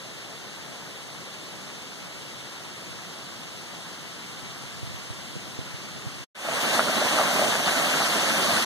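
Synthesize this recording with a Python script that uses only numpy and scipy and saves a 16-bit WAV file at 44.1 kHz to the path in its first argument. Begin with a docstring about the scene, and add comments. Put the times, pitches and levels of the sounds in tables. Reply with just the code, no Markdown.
"""Forest stream, far then near

A distant stream rushes steadily while the hand-held camera bumps softly; it stops short.
After a short silence a close cascade fades in: white water hisses over boulders and gulps in its pool.
Water is patchy spray noise plus bubble swarms; gulps, plunks and bumps are damped oscillations.
Two closely spaced microphones feed a stereo widener."""
import sys
import numpy as np
from scipy import signal
from scipy.fft import rfft, irfft
from scipy.io import wavfile
from scipy.ndimage import uniform_filter1d

SR = 44100
rng = np.random.default_rng(int(sys.argv[2]) if len(sys.argv) > 2 else 0)


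def bounce(signal):
    """Save signal as a 16-bit WAV file at the path given by the first command-line argument."""
    frames = np.transpose(np.atleast_2d(signal))
    limited = np.clip(frames, -1, 1)
    pcm = np.round(limited * 32767).astype(np.int16)
    wavfile.write(sys.argv[1], SR, pcm)


N = 381465
T, HZ = np.arange(N) / SR, np.fft.rfftfreq(N, 1 / SR)

# Spectra of the water before the pool and spray gains. Each row: frequency in Hz, level in dB per Hz.
FAR_SPECTRUM = [(25, -93), (50, -83), (80, -75), (130, -66.5), (180, -66), (300, -72.5), (600, -78),
                (950, -80), (1400, -78), (2000, -80), (3800, -80.5), (6500, -84), (9500, -89.5),
                (14800, -102)]
NEAR_SPECTRUM = [(30, -79), (80, -64), (150, -58), (225, -52), (290, -57), (470, -62), (600, -58),
                 (730, -60), (900, -63), (1250, -61.5), (1600, -62), (2400, -64), (3500, -64.5),
                 (5200, -68), (9000, -71.5), (14800, -83)]
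# Stereo image of the water. Each row: frequency in Hz, channel likeness (-1..1), left minus right in dB.
FAR_STEREO = [(50, 0.9, 2), (170, 0.92, 2), (400, 0.78, 0), (693, 0.69, 8), (970, 0.28, -6.5),
              (1630, -0.43, 3.5), (2580, 0.1, 5), (5000, -0.045, 1.8)]
NEAR_STEREO = [(60, 0.87, 1.3), (230, 0.98, 1.3), (390, 0.88, 2), (600, 1, 2.4), (780, 0.89, 3.5),
               (1050, 0.84, 1.5), (1400, 0.44, .3), (1790, 0.34, 1), (2420, 0.19, 1.4), (5050, 0.38, 1.9),
               (10000, 0.027, 2.4)]
# Bumps of the hand on the camera. Each row: start in seconds, thud level in dB, thud pitch in Hz,
# knock level in dB, knock pitch in Hz.
HAND_BUMPS = [(2.91, -39, 130, -38, 220), (4.8299, -27, 115, -25, 260), (4.874, -37, 135, -31, 220),
              (4.945, -32, 130, -34, 240), (5.104, -28, 110, -26, 235), (5.356, -40, 190, -26, 290),
              (5.3645, -29, 170, -24, 290), (5.5899, -29, 125, -20.5, 240), (5.613, -34, 130, -29, 230),
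              (5.741, -29, 130, -39, 260), (6.057, -37, 210, -30, 240), (6.066, -24.5, 128, -36, 260)]
# Fingers sliding on the case. Each row: middle in seconds, width at half height in seconds, level in dB.
FINGER_RUBS = [(2.97, 0.06, -48), (4.78, .14, -44), (4.91, 0.13, -40), (5.47, .08, -52), (5.72, .06, -46),
               (5.85, .025, -45), (5.96, 0.058, -46), (6.2, 0.098, -47)]
# Colour of rubbing heard through the case. Each row: frequency in Hz, relative level in dB.
CASE_COLOUR = [(20, -21), (60, -2), (125, -1), (220, -7), (370, -27), (480, -14), (620, -34), (1500, -54)]
# Surges (+) and lulls (-) over the boulders. Each row: middle in seconds, width at half height in
# seconds, flow in dB.
FLOW_SURGES = [(6.758, 0.07, 2.1), (6.84, 0.2, -1.5), (7.05, 0.11, 0.35), (7.178, 0.07, 1),
               (7.54, .04, 0.4), (7.61, 0.069, -2), (8.012, 0.013, 0), (8.43, 0.06, 0.5), (8.57, 0.039, 1)]
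# Air pockets collapsing in the pool. Each row: start in seconds, relative level in dB, starting pitch
# in Hz, oscillations to -60 dB, level of the smaller bubble that splits off in dB.
POOL_GULPS = [(6.45, -23, 560, 13, -50), (6.487, -17.5, 637, 22, -32), (6.705, -26, 743, 16, -38),
              (6.7917, -12.5, 620, 13, -10), (6.802, -25, 724, 12, -20), (6.8964, -14.5, 630, 18, -40),
              (7.016, -16, 600, 22, -41), (7.023, -19, 690, 16, -35), (7.168, -17, 630, 18, -40),
              (7.184, -26, 610, 26, -19), (7.1955, -12.5, 700, 26, -37), (7.2005, -11.5, 650, 18, -28),
              (7.211, -18, 575, 40, -23), (7.234, -18, 770, 16, -38), (7.3115, -18, 700, 22, -27),
              (7.361, -22, 670, 18, -38), (7.392, -16.5, 600, 26, -32), (7.417, -13.5, 600, 19, -38),
              (7.424, -14, 710, 12, -40), (7.4365, -18, 610, 16, -40), (7.4445, -20, 630, 20, -40),
              (7.553, -21, 606, 20, -24), (7.601, -22, 700, 19, -40), (7.679, -21.5, 780, 22, -33),
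              (7.72, -22, 620, 16, -38), (7.798, -19, 660, 12, -32), (8.002, -16, 696, 10, -21),
              (8.0098, -15.5, 800, 9.7, -26), (8.018, -29, 620, 11, -20), (8.243, -23, 690, 23, -40),
              (8.343, -20.5, 594, 25, -38), (8.389, -28, 710, 12, -29), (8.493, -24, 764, 14, -38),
              (8.506, -22.5, 754, 22, -38)]
# Small bubbles bursting singly near the bank. Each row: start in seconds, level in dB, starting pitch in Hz.
BANK_BLIPS = [(6.641, -27, 1320), (6.883, -26.5, 1320), (7.075, -25, 1770), (7.94, -22, 1445),
              (8.257, -28, 1600), (8.431, -25.5, 1300), (8.5702, -23, 1470)]
# Widener, opposite channel delayed and subtracted. Each row: frequency in Hz, share, delay in ms.
WIDENER = [(1300, 0.82, 0.38), (2600, 1, 0.402), (2960, 1, 0.39), (3850, 0.72, 0.39), (5100, 0.52, 0.3872),
           (6500, 0.42, 0.392), (7800, 0.39, 0.387), (9150, 0.37, 0.386), (10300, 0.43, 0.382),
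           (11750, 0.62, 0.392), (13000, 0.73, 0.393)]

# as the camera turns, the low mids of the distant rush sink and its hiss grows
FAR_POOL_DB_PER_S, FAR_SPRAY_DB_PER_S = -0.44, 0.23
CUT_S, CUT_DECAY_S = 6.238, 0.004

# the grip tightens once, from a resting to a restless rumble
GRIP_S, GRIP_RISE_S, GRIP_REST_DB, GRIP_TIGHT_DB = 4.1, 0.34, -64.5, -50
THUD_T60_S, KNOCK_T60_S = 0.05, 0.0068
CASE_RING_HZ, CASE_RING_T60_S, CASE_RING_RE_KNOCK_DB = 473, 0.035, -19

FADE_IN_S, FADE_IN_LENGTH_S, FADE_IN_START_DB = 6.346, 0.32, -24
OPEN_S = 0.008
# the pool answers the flow more strongly than the spray and foams up around each gulp
POOL_DB, POOL_FOLLOWS, FOAM_DB, FOAM_S = -1.65, 1.9, 1.3, 0.18
SPRAY_DB, SPRAY_DB_PER_S = -0.7, 0.84  # level at the middle of the close view, and its growth
PLUNKS_PER_S, PLUNK_DB, PLUNK_LOW_HZ, PLUNK_HIGH_HZ, PLUNK_CYCLES = 26, -32.5, 570, 760, 31
BLIP_CYCLES = 36  # oscillations to -60 dB
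EDGE_HZ = 15100


def amp(db):
    """Decibels to gain."""
    return 10 ** (np.asarray(db) / 20)


def evened(x):
    """Scales to rms 1."""
    return x / np.sqrt(np.mean(x ** 2) + 1e-20)


def over_hz(table):
    """Each column of a table along the log-frequency axis."""
    hz, *columns = np.transpose(table)
    return [np.interp(np.log(HZ + 1), np.log(hz + 1), column) for column in columns]


def hump(middle_s, width_s):
    """Smooth rise and fall to 1 and back; width at half height."""
    return np.exp2(-(2 * (T - middle_s) / width_s) ** 2)


def ramp(start_s, length_s):
    """Even rise from 0 to 1."""
    return np.clip((T - start_s) / length_s, 0, 1)


def add(mix, start_s, sound):
    """Mixes a sound in at a time."""
    part = mix[round(start_s * SR):][:len(sound)]
    part += sound[:len(part)]


def ring(hz, t60_s, rise, attack_s):
    """Damped oscillation, peak 1, soft start; pitch rises by the share `rise` over its decay."""
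    t = np.arange(int(t60_s * SR) + 8) / SR
    cycles = hz * (t + rise * t ** 2 / (2 * t60_s))
    decay = np.exp(-np.log(1000) * t / t60_s)
    wave = np.sin(2 * np.pi * cycles) * decay * (1 - np.exp(-t / attack_s))
    return wave / abs(wave).max()


def splashes(patch_db, flicker_db):
    """Two streams of spray noise, with brief shared patches and a flicker common to all pitches."""
    shape = (N // 128 + 3, 257)  # frames, frequency bins
    spray = rng.standard_normal((2, *shape)) + 1j * rng.standard_normal((2, *shape))
    patches = uniform_filter1d(rng.standard_normal(shape), size=9, axis=0)
    patches = evened(uniform_filter1d(patches, size=14, axis=1))
    flicker = evened(uniform_filter1d(rng.standard_normal(shape[0]), size=7))[:, None]
    spray *= amp(patch_db * patches + flicker_db * flicker)
    streams = signal.istft(spray.swapaxes(1, 2), nperseg=512, noverlap=384)[1]
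    return evened(streams[:, :N])


def bubbles(per_s, spread_db, cycles, count=28):
    """Swarm of ringing bubbles of many sizes; the small, high ones are the most numerous."""
    out = np.zeros(N)
    pitches_hz = np.geomspace(450, 12000, count)
    for hz, share in zip(pitches_hz, pitches_hz / pitches_hz.sum()):
        chance, size = rng.random(N), rng.standard_exponential(N)
        starts = np.flatnonzero(chance < per_s * share / SR)
        grain = ring(hz, cycles / hz, rise=0.045, attack_s=0.5 / hz)
        voices = amp(spread_db * np.minimum(size[starts], 4))[:, None] * grain
        places = starts[:, None] + np.arange(len(grain))
        swarm = np.bincount(places.ravel(), voices.ravel(), N)[:N]
        out += np.sqrt(share) * evened(swarm)
    return out


def water(churn, spectrum, image, levels_db, lag_ms, pool_hz, pool_octaves):
    """Colours the churn, spreads it over the microphones; pool band and spray take separate levels."""
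    first, other = rfft(evened(churn))
    likeness, balance_db = over_hz(image)
    likeness = np.clip(likeness, -1, 1)
    # water off to the right reaches the left microphone later
    left = first * amp(balance_db / 2) * np.exp(-2j * np.pi * HZ * lag_ms * 1e-3)
    right = (likeness * first + np.sqrt(1 - likeness ** 2) * other) * amp(-balance_db / 2)
    pair = np.array([left, right]) * amp(over_hz(spectrum)[0]) * np.sqrt(SR / 2)
    pool = np.exp(-(np.log2((HZ + 1) / pool_hz) / pool_octaves) ** 2)
    pool_db, spray_db = levels_db
    return irfft(pair * pool, N) * amp(pool_db) + irfft(pair * (1 - pool), N) * amp(spray_db)


def distant_rush(swarm):
    """Spray with few bubbles; a narrow low-mid band and the rest drift apart in level."""
    churn = splashes(patch_db=0.86, flicker_db=-0.12) + amp(-13.5) * swarm
    levels_db = np.outer([FAR_POOL_DB_PER_S, FAR_SPRAY_DB_PER_S], T - CUT_S / 2)
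    return water(churn, FAR_SPECTRUM, FAR_STEREO, levels_db, lag_ms=0, pool_hz=530, pool_octaves=0.47)


def handling(left_share=0.037):
    """Thuds, dull knocks and rubbing travel through the case, mostly to the right microphone."""
    grip = amp(GRIP_REST_DB + (GRIP_TIGHT_DB - GRIP_REST_DB) * ramp(GRIP_S, GRIP_RISE_S))
    rub_power = sum((amp(db) * hump(s, width_s)) ** 2 for s, width_s, db in FINGER_RUBS)
    noise = irfft(rfft(rng.standard_normal(N)) * amp(over_hz(CASE_COLOUR)[0]), N)
    out = np.sqrt(grip ** 2 + rub_power) * evened(noise)
    for s, thud_db, thud_hz, knock_db, knock_hz in HAND_BUMPS:
        add(out, s, amp(thud_db) * ring(thud_hz, THUD_T60_S, rise=0, attack_s=0.004))
        add(out, s, amp(knock_db) * ring(knock_hz, KNOCK_T60_S, rise=0, attack_s=0.0021))
        case_ring = ring(CASE_RING_HZ, CASE_RING_T60_S, rise=0, attack_s=0.001)
        add(out, s, amp(knock_db + CASE_RING_RE_KNOCK_DB) * case_ring)
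    return np.array([left_share * out, out])


def cascade_flow():
    """Pool and spray level in dB: both follow the surges, and the pool foams with each gulp."""
    flow_db = sum(db * hump(s, width_s) for s, width_s, db in FLOW_SURGES)
    loudest_db = max(row[1] for row in POOL_GULPS)
    foam = sum(amp(db - loudest_db) * hump(s, FOAM_S) for s, db, *_ in POOL_GULPS)
    from_middle_s = T - (FADE_IN_S + T[-1]) / 2
    pool_db = POOL_DB + POOL_FOLLOWS * flow_db + FOAM_DB * np.tanh(foam)
    spray_db = SPRAY_DB + SPRAY_DB_PER_S * from_middle_s + flow_db
    return pool_db, spray_db


def cascade(swarm):
    """White water close by: patchier spray, more bubbles, a wide pool band that surges."""
    churn = splashes(patch_db=1.54, flicker_db=-0.18) + amp(-7.5) * swarm
    return water(churn, NEAR_SPECTRUM, NEAR_STEREO, cascade_flow(), lag_ms=0.18, pool_hz=885, pool_octaves=1.8)


def plunks():
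    """Small air pockets ring at random times and pitches under the white water."""
    out, length_s = np.zeros(N), T[-1] - FADE_IN_S
    for when, pitch in rng.random((round(PLUNKS_PER_S * length_s), 2)):
        hz = PLUNK_LOW_HZ + (PLUNK_HIGH_HZ - PLUNK_LOW_HZ) * pitch
        plunk = ring(hz, PLUNK_CYCLES / hz, rise=0.066, attack_s=0.00078)
        add(out, FADE_IN_S + when * length_s, amp(PLUNK_DB) * plunk)
    return out


def rocks(x, t60_s, count=40):
    """Scattered early echoes from the boulders, different at each microphone."""
    echoes = np.zeros((2, SR // 10))
    for side in echoes:
        delay_s = rng.uniform(0.00331, 0.05, count)
        places = np.minimum(delay_s * SR, len(side) - 1).astype(int)
        side[places] = rng.choice([-1, 1], count) * np.exp(-np.log(1000) * delay_s / t60_s)
    return signal.oaconvolve(x[None], echoes / np.linalg.norm(echoes[0]), axes=1)[:, :N]


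def gulps(big_db=-4, split_s=0.002, echo_db=-11):
    """Each air pocket rings low and sheds a smaller, higher bubble; a few small ones blip alone."""
    out = np.zeros(N)
    for s, db, hz, cycles, shed_db in POOL_GULPS:
        t60_s = cycles / hz
        add(out, s, amp(db + big_db) * ring(hz, t60_s, rise=0.055, attack_s=0.00034))
        shed = ring(2.04 * hz, 0.28 * t60_s, rise=0.11, attack_s=0.00039)
        add(out, s + split_s, amp(shed_db) * shed)
    for s, db, hz in BANK_BLIPS:
        add(out, s, amp(db) * ring(hz, BLIP_CYCLES / hz, rise=0.093, attack_s=0.0005))
    return out + amp(echo_db) * rocks(out, t60_s=0.045)


def scene():
    """The distant rush with handling, then the cascade from close by."""
    swarm = np.array([bubbles(per_s=3500, spread_db=1.5, cycles=22) for _ in range(2)])
    far = distant_rush(swarm) + handling()
    near = cascade(swarm) + plunks()
    far_view = np.exp(-np.maximum(T - CUT_S, 0) / CUT_DECAY_S)
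    fade_in = np.minimum(amp(FADE_IN_START_DB) + ramp(FADE_IN_S, FADE_IN_LENGTH_S), 1)
    close_view = ramp(FADE_IN_S, OPEN_S) - ramp(T[-1] - OPEN_S, OPEN_S)  # soft at both ends
    return far * far_view + gulps() + near * fade_in * close_view


def record(dry):
    """Widener subtracts a delayed copy of the opposite channel, leaving a hollow colour; then band limit."""
    pair = rfft(dry)
    share, delay_ms = over_hz(WIDENER)
    cross = np.clip(share, 0, 1) * np.exp(-2j * np.pi * HZ * delay_ms * 1e-3)
    wide = irfft(pair - cross * pair[::-1], N)
    lowpass = signal.firwin(1023, EDGE_HZ, window=("kaiser", 9), fs=SR)
    return signal.oaconvolve(wide, lowpass[None], "same")


dry = scene()
out = record(dry)
bounce(out)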